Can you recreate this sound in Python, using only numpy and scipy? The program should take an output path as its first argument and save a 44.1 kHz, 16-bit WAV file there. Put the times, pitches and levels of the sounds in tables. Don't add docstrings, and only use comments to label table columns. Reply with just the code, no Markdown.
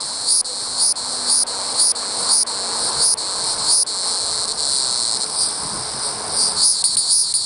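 import sys
import numpy as np
from scipy import signal
from scipy.io import wavfile
from scipy.ndimage import uniform_filter1d

SR = 44100
rng = np.random.default_rng(int(sys.argv[2]) if len(sys.argv) > 2 else 0)


def transcribe(u):
    v = np.clip(np.atleast_2d(u).T, -1, 1)
    q = np.round(v * 32767).astype(np.int16)
    wavfile.write(sys.argv[1], SR, q)


N = 328545
TIME = np.arange(N) / SR

# time in seconds, rate in clicks per second, abdomen level in dB.
IDLE_BUZZ = [(0, 195, -28), (1.6, 188, -26), (3.4, 184, -24.5), (4.57, 172, -22.5), (4.64, 140, -21.5),
             (5.1, 114, -21.5), (5.25, 135, -22), (6.56, 235, -19.5), (7.45, 245, -22.5)]
# time of full effort in seconds, hold in seconds, run-up in seconds,
# top rate in clicks per second before the arch, abdomen level in dB, whether it breaks off afterwards.
SHRILL_PEAKS = [(.288, .125, 0.087, 336, -17, True), (.802, .123, .085, 338, -18, True),
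                (1.295, .140, .085, 336, -17, True), (1.797, .122, .06, 339, -15, True),
                (2.305, .128, 0.083, 339, -15, True), (3.015, .126, 0.091, 341, -16, True),
                (3.700, .133, 0.097, 341, -14, True), (6.635, .080, .08, 353, -11.5, False),
                (6.841, .022, 0.0071, 338, -14.5, False), (6.967, .030, 0.0076, 328, -16.5, False),
                (7.105, .115, 0.065, 338, -14.5, False), (7.337, .028, 0.01, 332, -18, False)]
# start in seconds, end in seconds.
SONG_STALLS = [(1.73, 1.741), (2.905, 2.92), (3.545, 3.575), (4.456, 4.475), (4.526, 4.574), (5.175, 5.201),
               (5.248, 6.56), (6.824, 6.84), (6.957, 6.968), (7.326, 7.339)]
# start in seconds, length in seconds, depth as a share of the rate.
STUTTER_BOUTS = [(2.699, .08, 0.13), (3.353, 0.065, .13), (4.16, .36, .2), (5.101, .15, .11)]
# pitch in Hz, width in Hz, level in dB relative to the other rows.
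SLACK_ABDOMEN_MODES = [(4214, 1260, 6.5), (5700, 470, -9.5), (7240, 1300, -1), (8060, 1280, 0)]
TAUT_ABDOMEN_MODES = [(4160, 820, -3.5), (5430, 1380, -3), (6510, 670, -4.5), (8470, 480, -4)]
# pitch in Hz, width in Hz, level in dB relative to the other rows.
SLACK_TYMBAL_MODES = [(9330, 235, -6.5), (9920, 180, -10.5)]
TAUT_TYMBAL_MODES = [(9225, 120, -0.67), (9847, 155, -2)]
# time in seconds, strength in dB before a 13.5 dB boost.
RESTART_SNAPS = [(6.84, -10), (6.971, -10), (7.339, -15)]
# time in seconds, level in dB before the dips.
MURMUR_CURVE = [(0, -30), (2.5, -29), (4.5, -28.5), (5.6, -25), (6.25, -28), (7.45, -28.5)]
# centre in seconds, top level in dB before the dips, half-length in seconds.
RASP_SWELLS = [(0.616, -27, 0.0591), (1.13, -24.5, .05), (1.721, -26, 0.0609), (2.219, -23, .06),
               (2.851, -21, .07), (3.501, -21.5, .07), (4.091, -23, .08), (4.751, -21, .07),
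               (5.425, -16, .065), (6.059, -21, .05), (6.436, -13.5, 0.1)]
# pitch in Hz, width in Hz, level in dB relative to the other rows.
MURMUR_MODES = [(4090, 820, 2), (5140, 890, 2), (7680, 1200, -4), (9050, 780, 3.5), (9940, 230, -0.5)]
SWELL_MODES = [(4690, 590, -0.5), (5770, 900, -14.5), (8700, 650, -19.5), (8930, 820, -1.5),
               (9960, 310, -7.5)]
# time in seconds, level in dB.
ROAR_CURVE = [(0, -36), (.5, -37), (1.6, -30.5), (2.9, -29.5), (3.45, -31.5), (4, -32), (5, -35),
              (6.1, -31), (6.55, -31), (6.7, -34.5), (7.45, -42)]
# time in seconds, level in dB.
RUMBLE_CURVE = [(0, -51), (2.5, -48), (6.4, -45), (7.45, -47.5)]
# centre in seconds, top level in dB.
LOW_THUDS = [(.72, -46), (2.84, -40.5), (3.0, -37), (3.6, -38), (5.65, -36), (5.759, -34), (5.951, -40.5),
             (6.3, -38), (6.43, -38), (6.56, -38.5)]
# time in seconds, fundamental in dB, octave in dB.
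DRONE_CURVE = [(0, -52, -57), (.5, -49.5, -44), (1.25, -37.5, -50), (1.6, -47, -41.5), (2.9, -42, -38.5),
               (3.3, -56, -41), (5.3, -51, -46), (6.5, -45, -42.5), (6.9, -57, -56)]
# frequency in Hz, relative density in dB per Hz.
ROAR_SPECTRUM = [(150, -22.5), (300, -8), (450, -3), (650, -2.5), (950, 1.5), (1300, -5.5), (2000, -14),
                 (2800, -22.5), (5000, -10.5)]
RUMBLE_SPECTRUM = [(20, -13.5), (45, -13), (65, -6), (115, -3), (200, -5.5), (320, -10), (600, -41)]
AIR_SPECTRUM = [(20, 3), (40, -13), (70, -12), (200, -28)]

RELAX_S = 0.046
LOUD_RISE_SHARE, LOUD_FALL_S = 0.31, 0.062
SHRILL_IDLE_DB, SHRILL_PEAK_DB = -8.5, 4.5
SHRILL_LAG_SHARE, SHRILL_RISE_S, SHRILL_FALL_S = 0.32, 0.027, 0.026
ARCH_OUTSIDE, ARCH_MIDDLE = 0.98, 0.99
PAUSE_S = 0.031
STUTTER_HZ, STUTTER_FADE_S = 16.33, 0.0507

SLACK_RATE, TAUT_RATE = 245, 335
STRETCH_S = 0.02
SLACK_RIB_HZ, TAUT_RIB_HZ = 4227, 4906
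SLACK_RIB_FALL_DB, TAUT_RIB_FALL_DB = -2.5, -4.5
SLACK_JITTER_S, TAUT_JITTER_S = 0.000045, 0.000004
SLACK_RASP_DB, TAUT_RASP_DB = -6, -10
UNEVEN_DB = 2.0

MURMUR_RASP_DB, SWELL_RASP_DB = 9, -7
DIP_DB, DIP_S = 16.5, 0.06

DRONE_HZ, DOPPLER_SHARE, CLOSEST_S, PASSING_S = 233.6, 0.097, 2.75, 2.0
THUD_S = 0.046

CUTOFF_HZ = 10060


def from_db(db):
    return 10 ** (np.asarray(db) / 20)


def between(low, high, share):
    return low + (high - low) * share


def rms_one(x):
    return x / np.sqrt(np.mean(x ** 2) + 1e-20)


def in_time(rows):
    seconds, *columns = np.transpose(rows)
    return [np.interp(TIME, seconds, column) for column in columns]


def held(start, length, rise_s, fall_s):
    before = np.minimum(TIME - start, 0)
    after = np.maximum(TIME - start - length, 0)
    return np.exp(before / rise_s - after / fall_s)


def bell(centre, half_length_s):
    return np.exp(-np.minimum(((TIME - centre) / half_length_s) ** 2, 50))


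def lifted(base, events):
    return base + np.max([(top - base) * envelope for top, envelope in events], axis=0)


def drift(rate_hz):
    step = 40
    r = np.exp(-2 * step * np.pi * rate_hz / SR)
    noise = rng.standard_normal(N // step + 2002)
    slow = signal.lfilter([1], [1, -2 * r, r * r], noise)[2000:]
    return np.interp(np.arange(N) / step, np.arange(len(slow)), rms_one(slow))


def evened(x, size=700):
    power = uniform_filter1d(uniform_filter1d(x ** 2, size), size)
    return x / np.sqrt(np.maximum(power, 1e-12))


def resonator_poles(hz, width_hz):
    r = np.exp(-np.pi * width_hz / SR)
    return [1, -2 * r * np.cos(2 * np.pi * hz / SR), r * r], r


def resonate(x, modes):
    out = 0
    for k, (hz, width_hz, db) in enumerate(modes):
        poles, r = resonator_poles(hz, width_hz)
        zeros = np.array([1, 0, -1]) * (1 - r * r) / 2
        out = out + (-1) ** k * from_db(db) * signal.lfilter(zeros, poles, x)
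    return out


def radiate(x, edge_hz):
    return signal.sosfilt(signal.butter(5, edge_hz, "high", fs=SR, output="sos"), x)


def disperse(x, hz, width_hz):
    poles, _ = resonator_poles(hz, width_hz)
    return signal.lfilter(poles[::-1], poles, x)


def tymbal_clicks(rate, rib_hz, jitter_s, rib_jitter_s, rib_fall_db, uneven_db, sway_s, count=9):
    turns = np.cumsum(rate) / SR
    pulls = np.interp(np.arange(1, turns[-1]), turns, TIME)[:, None]
    ribs = np.arange(count)
    early_late, strength = rng.standard_normal((2, len(pulls), count))
    start = pulls + np.interp(pulls, TIME, jitter_s) * early_late[:, :1]
    start = start + sway_s * (-1) ** np.arange(len(pulls))[:, None]
    rib_delay = ribs / np.interp(pulls, TIME, rib_hz)
    at = SR * (start + rib_delay + rib_jitter_s * early_late * (ribs > 0))
    fall_db = ribs * np.interp(pulls, TIME, rib_fall_db)
    size = from_db(fall_db + np.interp(pulls, TIME, uneven_db) * strength)
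    taps = np.floor(at)[..., None] + np.arange(-3, 5)
    offset = taps - at[..., None]
    shape = size[..., None] * np.sinc(offset) * np.sinc(offset / 4)
    places = np.clip(taps, 0, N - 1).astype(int)
    return np.bincount(places.ravel(), shape.ravel(), N) + 1e-18


def foliage(clicks, wet_db, decay_s):
    r = np.exp(-1 / (decay_s * SR))
    power = signal.lfilter([1 - r], [1, -r], clicks ** 2)
    return clicks + from_db(wet_db) * np.sqrt(power) * rng.standard_normal(N)


def coloured_noise(spectrum, flicker_db):
    hz, db = np.transpose(spectrum)
    edges = 18 * 2 ** np.arange(0, 8.6, .5)
    white = rng.standard_normal((2, N))
    out = 0
    for k, (low, high) in enumerate(zip(edges, edges[1:])):
        band_filter = signal.butter(2, [low, high], "band", fs=SR, output="sos")
        band = signal.sosfilt(band_filter, white[k % 2])
        level_db = np.interp(np.log(low * high) / 2, np.log(hz), db, left=db[0], right=-90)
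        out = out + band * from_db(level_db + flicker_db * drift(8.2))
    return rms_one(out)


def song():
    idle_rate, idle_db = in_time(IDLE_BUZZ)
    faster, louder, shriller = [], [], []
    for s, hold_s, run_up_s, top_rate, top_db, _ in SHRILL_PEAKS:
        lag_s = SHRILL_LAG_SHARE * run_up_s
        arch = between(ARCH_OUTSIDE, ARCH_MIDDLE, bell(s + hold_s / 2, hold_s / 2))
        faster.append((top_rate * arch, held(s, hold_s, run_up_s, RELAX_S)))
        louder.append((top_db, held(s, hold_s, LOUD_RISE_SHARE * run_up_s, LOUD_FALL_S)))
        bloom = held(s + lag_s, hold_s - lag_s, SHRILL_RISE_S, SHRILL_FALL_S)
        shriller.append((SHRILL_PEAK_DB, bloom))
    return lifted(idle_rate, faster), lifted(idle_db, louder), lifted(SHRILL_IDLE_DB, shriller)


def singing():
    pauses = [(s + hold_s, s + hold_s + PAUSE_S) for s, hold_s, *_, breaks_off in SHRILL_PEAKS if breaks_off]
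    gate = np.ones(N)
    for start, end in pauses + SONG_STALLS:
        gate[int(start * SR):int(end * SR)] = 0
        recovery_s = np.clip(end - start - .016, .001, .018)
        gate *= np.where(TIME < end, 1, np.interp(TIME - end, [0, recovery_s], [.45, 1]))
    return uniform_filter1d(gate, size=70)


def near_cicada():
    rate, level_db, shrill_db = song()
    taut = np.clip((rate - SLACK_RATE) / (TAUT_RATE - SLACK_RATE), 0, 1)
    depth = sum(share * held(s, length_s, STUTTER_FADE_S, STUTTER_FADE_S)
                for s, length_s, share in STUTTER_BOUTS)
    stutter = depth * np.cos(2 * np.pi * STUTTER_HZ * TIME)
    rate = rate * (1 + stutter + .003 * drift(12))
    lagging = signal.lfilter([1], [1, -np.exp(-1 / (STRETCH_S * SR))], taut) / (STRETCH_S * SR)
    stretch = lagging ** 2
    firm = np.sqrt(taut)
    clicks = tymbal_clicks(rate, between(SLACK_RIB_HZ, TAUT_RIB_HZ, stretch),
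                           between(SLACK_JITTER_S, TAUT_JITTER_S, firm), rib_jitter_s=.000006,
                           rib_fall_db=between(SLACK_RIB_FALL_DB, TAUT_RIB_FALL_DB, stretch ** 2),
                           uneven_db=np.full(N, UNEVEN_DB), sway_s=.000012)
    clicks = foliage(clicks, between(SLACK_RASP_DB, TAUT_RASP_DB, firm), decay_s=.002)
    abdomen = between(resonate(clicks, SLACK_ABDOMEN_MODES), resonate(clicks, TAUT_ABDOMEN_MODES), stretch)
    abdomen = disperse(radiate(abdomen, edge_hz=4390), hz=4405, width_hz=505)
    tymbal = between(resonate(clicks, SLACK_TYMBAL_MODES), resonate(clicks, TAUT_TYMBAL_MODES), taut)
    tymbal = disperse(radiate(tymbal, edge_hz=8450), hz=9450, width_hz=650)
    voice = evened(abdomen) + from_db(shrill_db) * evened(tymbal)
    return singing() * from_db(level_db) * voice


def faint_rasp():
    murmur_db, = in_time(MURMUR_CURVE)
    swells = [(db, bell(s, half_s)) for s, db, half_s in RASP_SWELLS]
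    dips = np.max([held(s + hold_s, PAUSE_S, DIP_S, DIP_S) for s, hold_s, *_ in SHRILL_PEAKS], axis=0)
    level_db = lifted(murmur_db, swells) - DIP_DB * dips
    taut = .5 + .5 * np.tanh((level_db + 20.5) / 5)
    slack = 1 - taut
    rate = 325 + 46 * taut + (1 + 16 * slack) * drift(8)
    clicks = tymbal_clicks(rate, rib_hz=4480 + 220 * taut, jitter_s=.000008 + .00012 * slack,
                           rib_jitter_s=.00002, rib_fall_db=-7.0 + 2 * taut,
                           uneven_db=3.0 - taut, sway_s=.00001)
    clicks = foliage(clicks, between(MURMUR_RASP_DB, SWELL_RASP_DB, taut), decay_s=.0014)
    voice = resonate(clicks * slack, MURMUR_MODES) + resonate(clicks * taut, SWELL_MODES)
    voice = disperse(radiate(voice, edge_hz=3950), hz=8910, width_hz=500)
    return from_db(level_db) * evened(voice)


def vehicle_drone():
    fundamental_db, octave_db = in_time(DRONE_CURVE)
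    receding = (TIME - CLOSEST_S) / np.hypot(TIME - CLOSEST_S, PASSING_S)
    pitch_hz = DRONE_HZ * (1 - DOPPLER_SHARE * receding)
    phase = 2 * np.pi * np.cumsum(pitch_hz * (1 + .01313 * drift(14.9))) / SR
    fundamental = from_db(fundamental_db + 2.6 * drift(3.4)) * np.sin(phase)
    octave = from_db(octave_db + 3.6 * drift(11)) * np.sin(2 * phase)
    return fundamental + octave


def traffic_and_thuds():
    roar_db, = in_time(ROAR_CURVE)
    base_db, = in_time(RUMBLE_CURVE)
    rumble_db = lifted(base_db, [(db, bell(s, THUD_S)) for s, db in LOW_THUDS])
    drone = vehicle_drone()
    roar = from_db(roar_db) * coloured_noise(ROAR_SPECTRUM, flicker_db=1.35)
    rumble = from_db(rumble_db) * coloured_noise(RUMBLE_SPECTRUM, flicker_db=3.0)
    return roar + rumble + drone


def still_air():
    return from_db(-60) * coloured_noise(AIR_SPECTRUM, flicker_db=1.2)


def snaps():
    clicks = np.zeros(N)
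    for s, db in RESTART_SNAPS:
        clicks[int(s * SR)] = from_db(db + 13.5)
    return resonate(clicks + 1e-18, SLACK_ABDOMEN_MODES)


def scene():
    air = still_air()
    mix = near_cicada() + snaps() + faint_rasp() + traffic_and_thuds() + air
    return np.tile(mix, (2, 1))


def gain_control(x, threshold_db, attack_per_s, release_s, size=220):
    starts = np.arange(0, N, size)
    levels = 10 * np.log10(np.add.reduceat(x[0] ** 2, starts) / size + 1e-12)
    cuts = [0]
    for level in levels[:-1]:
        excess = max(0, level - cuts[-1] - threshold_db)
        change_per_s = attack_per_s * excess - cuts[-1] / release_s
        cuts.append(cuts[-1] + size / SR * change_per_s)
    return x * from_db(-np.interp(np.arange(N), starts + size / 2, cuts))


def record(dry):
    levelled = gain_control(dry, threshold_db=-16.5, attack_per_s=47.0, release_s=0.098)
    top_cut = signal.ellip(12, .3, 85, CUTOFF_HZ, fs=SR, output="sos")
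    return signal.sosfilt(top_cut, levelled)


dry = scene()
out = record(dry)
transcribe(out)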